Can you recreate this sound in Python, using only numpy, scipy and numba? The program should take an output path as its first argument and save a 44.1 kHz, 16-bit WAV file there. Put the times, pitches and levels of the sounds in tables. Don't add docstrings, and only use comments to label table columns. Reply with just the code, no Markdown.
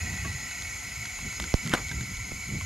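import sys
import numpy as np
from scipy import signal
from scipy.fft import rfft, irfft
from scipy.io import wavfile
from scipy.ndimage import uniform_filter1d
from numba import njit

SR = 44100
rng = np.random.default_rng(int(sys.argv[2]) if len(sys.argv) > 2 else 0)


def decibels_to_gain(level_db):
    exponent = np.asarray(level_db, float) / 20
    return 10 ** exponent


def log_audio(samples):
    frames = np.atleast_2d(samples).T
    limited = np.clip(frames, -1, 1)
    pcm = np.round(limited * 32767).astype(np.int16)
    wavfile.write(sys.argv[1], SR, pcm)


N = 116865
T60 = np.log(1000)

# start_s, flow_db, bag_pressure (0-1), lift (0-1)
FLOW = [
    (0, 0.5, 0, 0.1),
    (.3, 0, 0.13, 0.4),
    (.75, 0, 0.55, 0.5),
    (1.2, -0.5, 0.67, 0.68),
    (1.5, 0, 0.66, 0.95),
    (2.0, -1.5, 0.76, 0.86),
    (2.65, -1.5, 0.97, 1.),
]


def level(x, db):
    return x * decibels_to_gain(db) / np.sqrt(np.mean(x ** 2))


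@njit
def svf(x, hz, width):
    y, b, l = np.empty(len(x)), 0., 0.
    for i in range(len(x)):
        g, k = np.tan(np.pi * hz[i] / SR), width / hz[i]
        v = (b + g * (x[i] - l)) / (1 + g * (g + k))
        b, l, y[i] = 2 * v - b, l + 2 * g * v, k * v
    return y


def band(x, hz, width):
    return svf(x, np.clip(hz + np.zeros(len(x)), 10, .45 * SR), 1. * width)


def low_pass(x, order, hz):
    return signal.sosfilt(signal.butter(order, hz, fs=SR, output="sos"), x)


def walk(rate):
    hold = int(SR / rate)
    steps = np.repeat(rng.standard_normal(N // hold + 1), hold)
    return 0.54 * uniform_filter1d(uniform_filter1d(steps, hold), hold)[:N]


def curve(table, column):
    return np.interp(np.arange(N) / SR, np.array(table)[:, 0], np.array(table)[:, column])


def pair(make, side_db):
    return make() + decibels_to_gain(side_db) * make() * np.array([[1], [-1]])


def left_gain(db):
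    return decibels_to_gain(np.array([[db], [0]]))


def add(out, s, sound):
    i = int(s * SR)
    out[..., i:i + sound.shape[-1]] += sound[..., :N - i]


def wind():
    # start_s, length_s, level_db, pitch_hz
    gusts = [(-.03, 0.15, -35.5, 70), (0.022, 0.1, -44, 188), (0.071, 0.11, -34.5, 94),
             (0.176, 0.2, -35, 89.5), (0.373, 0.11, -48.5, 145), (.38, 0.093, -51, 70),
             (0.49, 0.081, -51, 66), (0.55, .1, -51.5, 152), (0.697, 0.083, -46, 79),
             (0.835, 0.096, -53, 137), (0.846, 0.12, -48.5, 76), (1.1, 0.15, -48, 44.7),
             (1.807, .08, -46, 101), (2.065, 0.076, -40.5, 129), (2.297, 0.16, -50, 64),
             (0.955, 0.13, -43.5, 112), (1.21, 0.087, -40.5, 162), (1.223, 0.081, -41, 55),
             (1.362, 0.099, -36, 64), (1.389, 0.1, -43, 201), (1.637, 0.1, -33, 160),
             (1.759, 0.146, -42, 58.5), (1.749, 0.091, -44, 202), (1.89, 0.17, -36, 125.5),
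             (1.95, 0.072, -30.5, 65.4), (0.238, 0.061, -43, 253), (2.121, 0.12, -38, 70),
             (2.224, 0.22, -47.5, 160), (2.477, 0.13, -33.5, 129), (2.51, 0.13, -41, 56),
             (2.527, 0.048, -38, 215), (2.595, 0.096, -34.5, 89)]
    calm = (-1, 5, -47, 70)
    edge_s, rel_width, side_db, buffet_db, pan_db = 0.049, 0.89, -46, 3.5, -1
    t, out = np.arange(N) / SR, 0
    for s, length, db, hz in [calm] + gusts:

        def rumble():
            narrow = band(rng.standard_normal(N), hz, rel_width * hz)
            return band(band(narrow, hz, 1.1 * hz), hz, 1.66 * hz)

        inside_s = np.minimum(t - s, s + length - t)
        shape = np.clip(inside_s / edge_s + .5, 0, 1) ** 2
        gust = shape * pair(rumble, side_db) * decibels_to_gain(buffet_db * walk(13))
        out = out + gust * decibels_to_gain(db) / np.sqrt(np.mean(gust ** 2) / np.mean(shape ** 2))
    return out * decibels_to_gain(np.array([[pan_db], [-pan_db]]) / 2)


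def pops():
    # start_s, level_db, snap_db, left_right_db
    events = [
        (1.5407, -7.5, -16.5, -5.5),
        (2.3186, -25.5, -39, -4),
    ]
    kick_s, kick_left_db, left_lead_s = .0024, -14, .0004
    suck_s, suck_width_s, back_s, back_db = .0031, .0013, .003, -7
    snap_hz, snap_t60_s = 5530, 0.0028
    out, t = np.zeros((2, N)), np.arange(int(.06 * SR)) / SR
    kick = -np.cos(2 * np.pi * t / kick_s) * np.exp(-(1.5 * t / kick_s) ** 2)
    late = t + np.array([[left_lead_s], [0]])
    back = np.maximum(late - 1.5 * suck_s, 0) / back_s
    recovery = decibels_to_gain(back_db) * back * np.exp(1 - back)
    suck = recovery - np.exp(-((late - suck_s) / suck_width_s) ** 2)
    snap = -np.sin(2 * np.pi * snap_hz * t) * np.exp(-T60 * t / snap_t60_s)
    for s, db, snap_db, pan_db in events:
        push = suck * left_gain(pan_db) + kick * left_gain(kick_left_db)
        add(out, s, low_pass(decibels_to_gain(db) * push + decibels_to_gain(snap_db) * snap, 2, 9000))
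    return out


def crunch():
    # start_s, grain_db, pitch_hz
    shift = [
        (1.7, -79, 1800),
        (1.713, -36, 1750),
        (1.734, -30, 1730),
        (1.747, -27.5, 860),
        (1.76, -33.5, 875),
        (1.772, -39.5, 900),
        (1.779, -34, 1070),
        (1.8, -42, 736),
        (1.85, -66, 600),
    ]
    grains_per_s, scatter_db = 5000, 1.5
    hz, db = curve(shift, column=2), curve(shift, column=1)

    def gravel():
        hits = (rng.random(N) < grains_per_s / SR) * rng.standard_normal(N)
        grains = hits * decibels_to_gain(scatter_db * rng.exponential(size=N))
        return band(band(grains, hz, 1160), hz, 3900)

    return decibels_to_gain(db) * level(pair(gravel, -17.0), -0.95) * (db > -57)


def ticks():
    # start_s, body_db, body_hz, t60_s, click_db
    events = [(.176, -23, 1500, 0.04, -39), (.39, -33, 1600, .04, -45), (0.249, -19.5, 1137, 0.12, -49),
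              (0.248, -22, 640, 0.074, -50), (0.512, -20, 1500, 0.027, -29.5),
              (.622, -19, 1360, 0.019, -28), (0.941, -39, 1400, .03, -46), (.71, -24, 1600, .03, -43),
              (1.055, -19, 1550, 0.033, -27), (1.189, -22, 1060, 0.056, -48.5), (1.19, -27, 1650, .04, -50),
              (1.328, -19, 1520, 0.019, -38), (1.4002, -7.5, 1000, 0.008, -23),
              (1.4035, -16, 1200, 0.014, -40), (1.4225, -23, 2500, .01, -25), (1.426, -29, 2700, .01, -30),
              (1.441, -15.5, 1520, 0.034, -32), (1.645, -27, 1500, 0.049, -40),
              (1.663, -19, 1400, .03, -45), (1.676, -21, 1180, 0.033, -45), (1.662, -23, 3800, 0.018, -33),
              (1.6755, -10, 3050, 0.011, -44), (1.695, -14, 3170, .01, -29),
              (1.7544, -24, 1000, 0.018, -44), (1.778, -25, 1300, .03, -38), (1.792, -35, 700, 0.025, -50),
              (1.885, -21, 3270, 0.018, -40), (1.892, -30, 3200, .02, -27),
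              (1.9145, -16.5, 1570, 0.067, -35), (2.009, -19, 1590, .03, -35), (2.027, -46, 1490, .02, -33),
              (2.17, -24, 3450, 0.022, -37), (2.611, -17, 1050, 0.04, -46)]
    # pitch_ratio, level_db
    body_modes = [(0.62, -11), (1.0, 0), (1.42, -8), (2.25, -8)]
    click_hz, click_width_hz, click_t60_s = 4200, 5500, 0.012
    snap_off, grit, scrape_share = 8, .4, .8
    out, t = np.zeros((2, N)), np.arange(int(.1 * SR)) / SR

    def gritty_click():
        noise = rng.standard_normal(len(t)) * np.exp(-T60 * t / click_t60_s)
        return band(band(noise, click_hz, click_width_hz), click_hz, click_width_hz)

    for s, body_db, hz, t60, click_db in events:
        scrape = grit * rng.standard_normal(len(t)) * np.exp(-T60 * t / (scrape_share * t60))
        scrape = scrape + snap_off * (t == 0)
        body = 0
        for ratio, db in body_modes:
            body = body + decibels_to_gain(db) * band(scrape, hz * ratio, 6 * ratio / max(t60, .005))
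        click = low_pass(pair(gritty_click, -24), 3, 9500)
        body = decibels_to_gain(body_db) / 2 * body / np.abs(body).max()
        add(out, s, body + decibels_to_gain(click_db) * click / np.abs(click).max())
    return out


def knock():
    # pitch_hz, level_db, t60_s
    block = [(160, -8, 0.037), (245, 1.5, 0.029), (311, 0.5, 0.055), (527, 0.5, 0.031), (745, -2.5, 0.034),
             (1036, -3, 0.058), (1300, -3.5, 0.038), (1580, 9, 0.019), (2000, -3, 0.017), (2895, 4.5, 0.01),
             (4090, 1.5, 0.0081)]
    # delay_s, level_db
    bounces = [
        (.0085, -12),
        (0.014, -13.5),
        (.0035, -18),
    ]
    knock_s, knock_db, crack_db, crack_t60_s = 1.7366, -8, -23, 0.039
    out, t = np.zeros((2, N)), np.arange(int(.15 * SR)) / SR
    for after, hit_db in [(0.000088, 0.0044)] + bounces:
        ring = 0
        for k, (hz, db, t60) in enumerate(block):
            scatter_db, detune = rng.standard_normal(2)
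            sign = 1 if hz < 600 or k % 2 else -1
            tone = np.sin(2 * np.pi * hz * (1 + .03 * detune) * t)
            ring = ring + sign * decibels_to_gain(db + scatter_db) * tone * np.exp(-T60 * t / t60)
        crack = pair(lambda: band(rng.standard_normal(len(t)), 6900, 7000), -10)
        crack = crack * np.exp(-T60 * t / crack_t60_s)
        add(out, knock_s + after, decibels_to_gain(hit_db) * (decibels_to_gain(knock_db - 12.5) * ring + decibels_to_gain(crack_db) * crack))
    return out


def jet():
    # pitch_hz, density_db (per Hz)
    spectrum = np.array([(200, 0.5), (450, -11.5), (1710, -12.5), (2210, -8), (3590, -8.5), (8800, -11),
                         (12400, -11), (14900, -32)])
    out = 0
    for hz in 200 * 2 ** np.arange(0, 6.2, 1 / 3):
        db = np.interp(np.log(hz), np.log(spectrum[:, 0]), spectrum[:, 1]) + 0.3 * walk(24.6)
        rush = pair(lambda: band(band(rng.standard_normal(N), hz, hz / 3), hz, hz / 2), -17 + hz / 900)
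        out = out + decibels_to_gain(db) * rush
    return level(out, -47.5)


def ringing(modes, shift_db=(), rise_hz=()):
    flutter_db, drift, side_db = 1.2, .002, -14
    pressure, lift = curve(FLOW, column=2), curve(FLOW, column=3)
    out = 0
    for k, (hz, width, db) in enumerate(modes):
        shift = shift_db[k] if k < len(shift_db) else 0
        rise = rise_hz[k] if k < len(rise_hz) else 0
        gain = decibels_to_gain(db + flutter_db * walk(5.92) + shift * pressure)
        home = hz + rise * lift
        centre = home * (1 + drift * walk(3))

        def mode():
            return band(band(rng.standard_normal(N), centre, 0.92 * width), home, 6 * width)

        out = out + gain * pair(mode, side_db)
    return out


def hose():
    # pitch_hz, width_hz, level_db
    modes = [(9060, 60, -1), (9800, 53, -1.5), (10230, 76, 1), (10640, 120, -4), (11850, 280, -3.5)]
    return level(ringing(modes), -57)


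def valve():
    # pitch_hz, width_hz, level_db
    modes = [(4310, 35, -12), (4525, 30, -14), (4720, 45, -14), (4960, 34, -8), (5155, 70, -8),
             (5430, 32, -14), (5818, 43, -9), (6315, 45, -6), (6450, 120, -5), (6600, 110, -6),
             (6957, 30, 1), (7195, 40, -5), (7325, 40, -5), (7450, 50, -10)]
    return level(ringing(modes), -42)


def steel_base():
    # pitch_hz, width_hz, level_db
    modes = [(718.5, 44, -11.5), (851.5, 36, -15.5), (1005, 107, -18.5), (1336, 56, -13.5),
             (1500, 85, -16.5), (1944, 70, 2.5), (2044, 26.4, -13.5), (2193, 44, -2.5), (2340, 150, -14.5),
             (2526, 53, -1.5), (2850, 50, -12.5), (3312, 48, -17), (3857, 25, -15.5), (4156, 67, -12.5)]
    # change_db at full pressure, mode by mode
    shift_db = [-7.5, -7, -2.5, 2.5, -1.5, -9, 15.5, 7.5, 0, -12]
    # rise_hz at full lift, mode by mode
    rise_hz = [3, -4, 2, 15.5, 8, 50, 21.5, 40.5, 13, 95, 112]
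    return level(ringing(modes, shift_db, rise_hz), -39)


def ports(x):
    # pitch_hz, left_over_right_db
    balance = [(60, 1), (110, 1), (200, 2), (370, 7), (690, 1), (1260, 1), (2320, -1.5), (4270, -0.5),
               (7850, 2), (14400, -3)]
    # pitch_hz, left_lead_rad
    lead = [(0, -0.2), (600, -0.45), (2840, -0.62), (5510, -0.46), (7150, -0.35), (9470, 0.4), (12100, 0),
            (14000, 0.8)]
    hz = np.fft.rfftfreq(N, 1 / SR)
    half_gain = decibels_to_gain(np.interp(hz, *np.array(balance).T) / 2)
    half = half_gain * np.exp(.5j * np.interp(hz, *np.array(lead).T))
    return irfft(rfft(x) * np.array([half, 1 / half]), N)


def scene():
    air = decibels_to_gain(curve(FLOW, column=1)) * (steel_base() + valve() + hose() + jet())
    jack = air + ticks() + crunch() + knock()
    return ports(jack) + wind() + pops()


def top_cut(x):
    return signal.sosfilt(signal.butter(12, 15040, fs=SR, output="sos"), x)


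def record(dry):
    mix = signal.sosfilt(signal.butter(1, 15, "high", fs=SR, output="sos"), dry)
    mix = low_pass(mix, 10, 13400)
    return top_cut(mix)


dry = scene()
out = record(dry)
log_audio(out)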